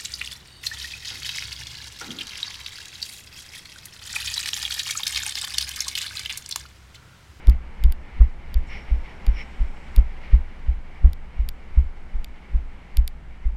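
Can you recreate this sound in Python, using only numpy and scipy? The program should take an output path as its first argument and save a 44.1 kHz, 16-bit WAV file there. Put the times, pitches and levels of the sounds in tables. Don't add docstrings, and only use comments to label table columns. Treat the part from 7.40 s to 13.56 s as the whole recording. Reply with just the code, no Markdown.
import sys
import numpy as np
from scipy import signal
from scipy.fft import rfft, irfft
from scipy.io import wavfile

SR = 44100
rng = np.random.default_rng(int(sys.argv[2]) if len(sys.argv) > 2 else 0)


def dump(signal):
    limited = np.clip(np.atleast_2d(signal).T, -1, 1)
    pcm = np.round(limited * 32767).astype(np.int16)
    wavfile.write(sys.argv[1], SR, pcm)


N = 271656
TIME = np.arange(N) / SR


def from_db(db):
    return 10 ** (np.asarray(db) / 20)


def unit_rms(x):
    return x / np.sqrt(np.mean(x ** 2) + 1e-20)


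def unit_peak(x):
    return x / (np.abs(x).max() + 1e-20)


def bell(t, width):
    return np.exp(-.5 * (t / width) ** 2)


def add(track, start_s, sound):
    at = int(np.clip(round(start_s * SR), 0, len(track) - 1))
    track[at:at + len(sound)] += sound[:len(track) - at]


def coloured_noise(spectrum):
    hz, db = np.transpose(spectrum)
    log_hz = np.log(np.maximum(np.fft.rfftfreq(N, 1 / SR), 1))
    gain = from_db(np.interp(log_hz, np.log(hz), db, left=-90))
    return unit_rms(irfft(rfft(rng.standard_normal(N)) * gain, N))


def flutter(rate_hz):
    knots = rng.standard_normal(N // 100)
    return np.interp(TIME * rate_hz, np.arange(len(knots)), knots)


def ring(force, hz, t60):
    r, w = np.exp(-np.log(1000) / (t60 * SR)), 2 * np.pi * hz / SR
    return signal.lfilter([0, np.sin(w)], [1, -2 * r * np.cos(w), r * r], force + 1e-18)


def shake(force, hz, t60):
    return unit_peak(-np.diff(ring(force, hz, t60), 2, prepend=[0, 0]))


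# time in seconds, level in dB.
WIND_LEVELS = [(0.0, -50.5), (1.11, -50.5), (1.37, -47.5), (2.38, -48), (3.77, -52.5), (4.51, -52),
               (5.39, -52), (5.61, -53.5), (6.16, -54.5)]
def wind_strength():
    level_db = np.interp(TIME, *np.transpose(WIND_LEVELS))
    return level_db - level_db.mean()


def stride_swell(lead_s=0.012, fall_s=0.11, growth_per_db=0.03):
    mean_db = np.mean([jolt_db for _, jolt_db, *_ in HEEL_STRIKES])
    marks = []
    for s, jolt_db, *_ in HEEL_STRIKES:
        marks += [(s - lead_s, 1 + growth_per_db * (jolt_db - mean_db)), (s + fall_s, 0)]
    return np.interp(TIME, *np.transpose(marks)) - .5


# frequency in Hz, relative spectral density in dB.
SURF_SPECTRUM = [(100, 6), (140, -3), (180, 5), (280, -2), (480, -5.5), (680, -6.5), (810, -3.5),
                 (1100, -8.5), (1600, -9.5), (2600, -18), (4000, -25.5), (6500, -32.5), (10000, -38.5),
                 (16000, -51.5)]
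def surf(wind_db, swell, gust, level_db=-49.5, crossover_hz=260):
    wash = coloured_noise(SURF_SPECTRUM)
    lows = signal.sosfiltfilt(signal.butter(2, crossover_hz, fs=SR, output="sos"), wash)
    low_gain = from_db(level_db + 0.77 * wind_db)
    high_gain = np.hypot(from_db(level_db + wind_db + 2 * swell), from_db(-5) * gust)
    return low_gain * lows + high_gain * (wash - lows)


# frequency in Hz, relative spectral density in dB.
RUSH_SPECTRUM = [(1300, -22.5), (1850, -2), (2080, 4), (2280, 3), (2550, -6), (2950, -4.5), (3400, -14),
                 (4800, -19.5), (6200, -28), (7700, -53), (10000, -70.5), (16000, -70.5)]
def air_rush(wind_db, swell, gust, level_db=-57, flutter_db=2):
    gain = np.hypot(from_db(level_db + 1.1 * wind_db + 6 * swell), gust)
    return gain * from_db(flutter_db * flutter(rate_hz=40)) * coloured_noise(RUSH_SPECTRUM)


# frequency in Hz, relative spectral density in dB.
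SINGING_SPECTRUM = [(1700, -15), (2050, 7.5), (2280, 14), (2550, 3.5), (2950, -4.5), (3400, -9),
                    (4200, -27.5), (5050, -12), (5300, 2.5), (5520, 4), (5750, -6.5), (6500, -40),
                    (7700, -32), (10000, -38.5), (16000, -36.5)]
def shell_singing(wind_db, gust):
    singing = np.hypot(from_db(-76 + 3.8 * wind_db), gust) * coloured_noise(SINGING_SPECTRUM)
    panel = unit_rms(ring(rng.standard_normal(N), hz=1815, t60=0.62))
    return singing + from_db(-72 + wind_db) * panel


# frequency in Hz, relative spectral density in dB.
RUMBLE_SPECTRUM = [(12, 13), (22, 0), (36, -11), (56, 2), (78, -11.5), (100, -23.5), (160, -18),
                   (300, -58.5), (1000, -110)]
def mount_rumble(steady_db=-38.5, stirred_db=-28, rise_s=.04, settle_s=.08, flutter_db=3):
    stirred = 0
    for s, jolt_db, *_ in HEEL_STRIKES:
        envelope = np.exp(-np.maximum((s - TIME) / rise_s, (TIME - s) / settle_s))
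        stirred += from_db(stirred_db + 0.32 * jolt_db) * envelope
    gain = np.hypot(from_db(steady_db), stirred) * from_db(flutter_db * flutter(rate_hz=8.6))
    return gain * coloured_noise(RUMBLE_SPECTRUM)


# start in seconds, length in seconds, level in dB.
AIR_SKIMS = [(1.263, 0.037, -69), (1.978, 0.62, -76.5)]
def thin_hiss(microphone_db=-83, band_hz=(6430, 8730), edge_s=0.012):
    gain = from_db(microphone_db)
    for s, length_s, db in AIR_SKIMS:
        gain += from_db(db) * np.clip(np.minimum(TIME - s, s + length_s - TIME) / edge_s, 0, 1)
    band = signal.butter(2, band_hz, "band", fs=SR, output="sos")
    return gain * unit_rms(signal.sosfiltfilt(band, rng.standard_normal(N)))


def microphone_hiss(level_db=-88):
    return from_db(level_db) * rng.standard_normal(N)


# frequency in Hz, relative level in dB, 60 dB decay time in seconds.
CASE_RESONANCES = [(1550, -21, .005), (2250, -13.5, .006), (3000, -9, .004), (3650, -9, .0045),
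                   (4650, -13, .009), (5500, -15, .005), (7000, -20, .013), (9600, -5, .003),
                   (10700, -9, .003), (11930, -6, .004), (13400, -4, .003), (14600, -7, .003)]
# start in seconds, relative level in dB, favoured pitch in Hz, gain above 8 kHz in dB.
CASE_SNAPS = [(0.0707, -31.5, 2300, -10), (0.097, -26, 4700, -1.5), (0.4378, -23.5, 2900, -7),
              (0.5226, -25.5, 1900, 0.5), (1.1423, -27, 4400, -4), (1.8657, -28.5, 2600, -7.5),
              (2.5626, -25, 4500, -0.5), (3.7318, -32, 4600, -4), (4.0884, -23, 4250, -2),
              (4.8442, -28.5, 2700, -9), (5.5699, -19.5, 4100, -1.5), (5.677, -21.5, 4500, -2)]
def case_ticks(gain_db=1, focus_db=4.5, scatter_db=0.63, rock_s=.0009, rattle_s=.007):
    out, snap = np.zeros(N), signal.unit_impulse(SR // 20)
    t = TIME[:len(snap)]
    for _ in range(14):
        snap = signal.lfilter([-0.64, 1], [1, -0.64], snap)
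    for s, tick_db, pitch_hz, treble_db in CASE_SNAPS:
        tick, force = 0, snap.copy()
        add(force, rock_s * rng.uniform(0.27, 1.5), from_db(-12) * snap)
        force += from_db(-44) * rng.standard_normal(len(t)) * np.exp(-t / rattle_s)
        for k, (hz, db, t60) in enumerate(CASE_RESONANCES):
            near = np.exp(-(np.log2(hz / pitch_hz) / .5) ** 2)
            mode_db = db + focus_db * near + treble_db * (hz > 8000) + scatter_db * rng.standard_normal()
            tick += (-1) ** (k + 1) * from_db(mode_db) * ring(force, hz, t60)
        add(out, s, from_db(tick_db + gain_db) * unit_peak(tick))
    return out


# time in seconds, jolt level in dB, contact half-width in seconds,
# mount resonance in Hz.
HEEL_STRIKES = [(0.083, -0.5, 0.0057, 62), (0.446, -3.5, 0.0059, 60.4), (0.808, -2, 0.0057, 59.3),
                (1.16, -10.5, 0.0063, 64), (1.517, -10.5, 0.0051, 59.1), (1.88, -7.5, 0.0059, 53.6),
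                (2.208, -11.5, 0.0073, 54.6), (2.581, -2.5, 0.0067, 59.3), (2.936, -2.5, 0.0059, 63),
                (3.286, -11.5, 0.0051, 61.8), (3.648, -1, 0.0059, 71), (3.995, -13.5, 0.005, 54.6),
                (4.377, -5, 0.005, 66), (4.745, -19.5, 0.0071, 51), (5.15, -10, 0.0069, 64.2),
                (5.583, -8, 0.0051, 56.7), (6.058, -13, 0.0059, 55)]
def footsteps(mount_t60=0.15, forefoot_db=-24, forefoot_lag_s=.062, lead_s=.06):
    out, t = np.zeros(N), TIME[:SR // 2] - lead_s
    for s, jolt_db, contact_s, mount_hz in HEEL_STRIKES:
        heel = bell(t, contact_s)
        forefoot = bell(t - forefoot_lag_s * rng.uniform(.7, 1.268), 1.34 * contact_s)
        jolt = from_db(jolt_db) * shake(heel, mount_hz, mount_t60)
        jolt += from_db(forefoot_db) * shake(forefoot, mount_hz, mount_t60)
        jolt += 0.19 * jolt ** 2
        leg_load = bell(t + 0.017, 0.011)
        bounce = from_db(-16 + 0.31 * jolt_db) * shake(leg_load, hz=19.55, t60=0.55)
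        add(out, s - lead_s, jolt + bounce)
    return out


# frequency in Hz, relative spectral density in dB.
SAND_SPECTRUM = [(85, -4.5), (115, 0.5), (145, 4), (195, 3.5), (240, -2.5), (310, -10), (500, -22),
                 (1400, -25), (3000, -46.5), (8000, -79.5), (16000, -105)]
def sand_pats(gain_db=-27.5, rise_s=0.0083, decay_s=0.024, lead_s=.06):
    pressure, t = np.zeros(N), TIME[:SR // 3] - lead_s
    press = np.exp(-np.maximum(-t / rise_s, t / decay_s))
    for s, jolt_db, *_ in HEEL_STRIKES:
        add(pressure, s - lead_s, from_db(gain_db + 1.49 * jolt_db) * press)
    return pressure * coloured_noise(SAND_SPECTRUM)


# frequency in Hz, relative level in dB, 60 dB decay time in seconds.
HELMET_RESONANCES = [(203, -3.5, 0.079), (257, -8.5, 0.05), (440, 4.5, 0.0062), (675, -11, 0.0052),
                     (1200, -12.5, 0.0085)]
# start in seconds, peak level in dB.
CAMERA_KNOCKS = [(0.088, -22.5), (0.813, -20), (1.883, -36), (2.584, -18), (2.942, -30.5), (3.651, -23.5),
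                 (5.589, -41)]
def camera_knocks(padding_hz=1800):
    out, impulse = np.zeros(N), signal.unit_impulse(SR // 6)
    hit = signal.sosfilt(signal.butter(2, padding_hz, fs=SR, output="sos"), impulse)
    knock = unit_peak(sum(from_db(db) * ring(hit, hz, t60) for hz, db, t60 in HELMET_RESONANCES))
    for s, knock_db in CAMERA_KNOCKS:
        add(out, s, -from_db(knock_db) * knock)
    return out


# time of the crest in seconds, rush and singing levels in dB, rise and fall in seconds.
WIND_GUSTS = [(1.335, -44, -48, 0.035, 0.057), (1.68, -49, -69, 0.047, 0.044),
              (2.005, -43, -43.5, .04, 0.021), (2.87, -52, -72, 0.13, 0.066),
              (4.36, -56, -74, 0.029, 0.049)]
def gusts():
    rush, singing = 0, 0
    for s, rush_db, singing_db, rise_s, fall_s in WIND_GUSTS:
        envelope = bell(TIME - s, np.where(TIME < s, rise_s, fall_s))
        rush += from_db(rush_db) * envelope
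        singing += from_db(singing_db) * envelope
    return rush, singing


def scene():
    walk = footsteps() + camera_knocks() + sand_pats() + case_ticks()
    wind_db, swell = wind_strength(), stride_swell()
    gust_rush, gust_singing = gusts()
    air = surf(wind_db, swell, gust_rush) + air_rush(wind_db, swell, gust_rush)
    air += shell_singing(wind_db, gust_singing)
    return (walk + air + thin_hiss() + mount_rumble() + microphone_hiss())[None]


def record(dry, ceiling=1.1, stopband_hz=16600):
    rounded = dry / (1 + (dry / ceiling) ** 6) ** (1 / 6)
    return signal.sosfilt(signal.cheby2(12, 70, stopband_hz, fs=SR, output="sos"), rounded)


dry = scene()
out = record(dry)
dump(out)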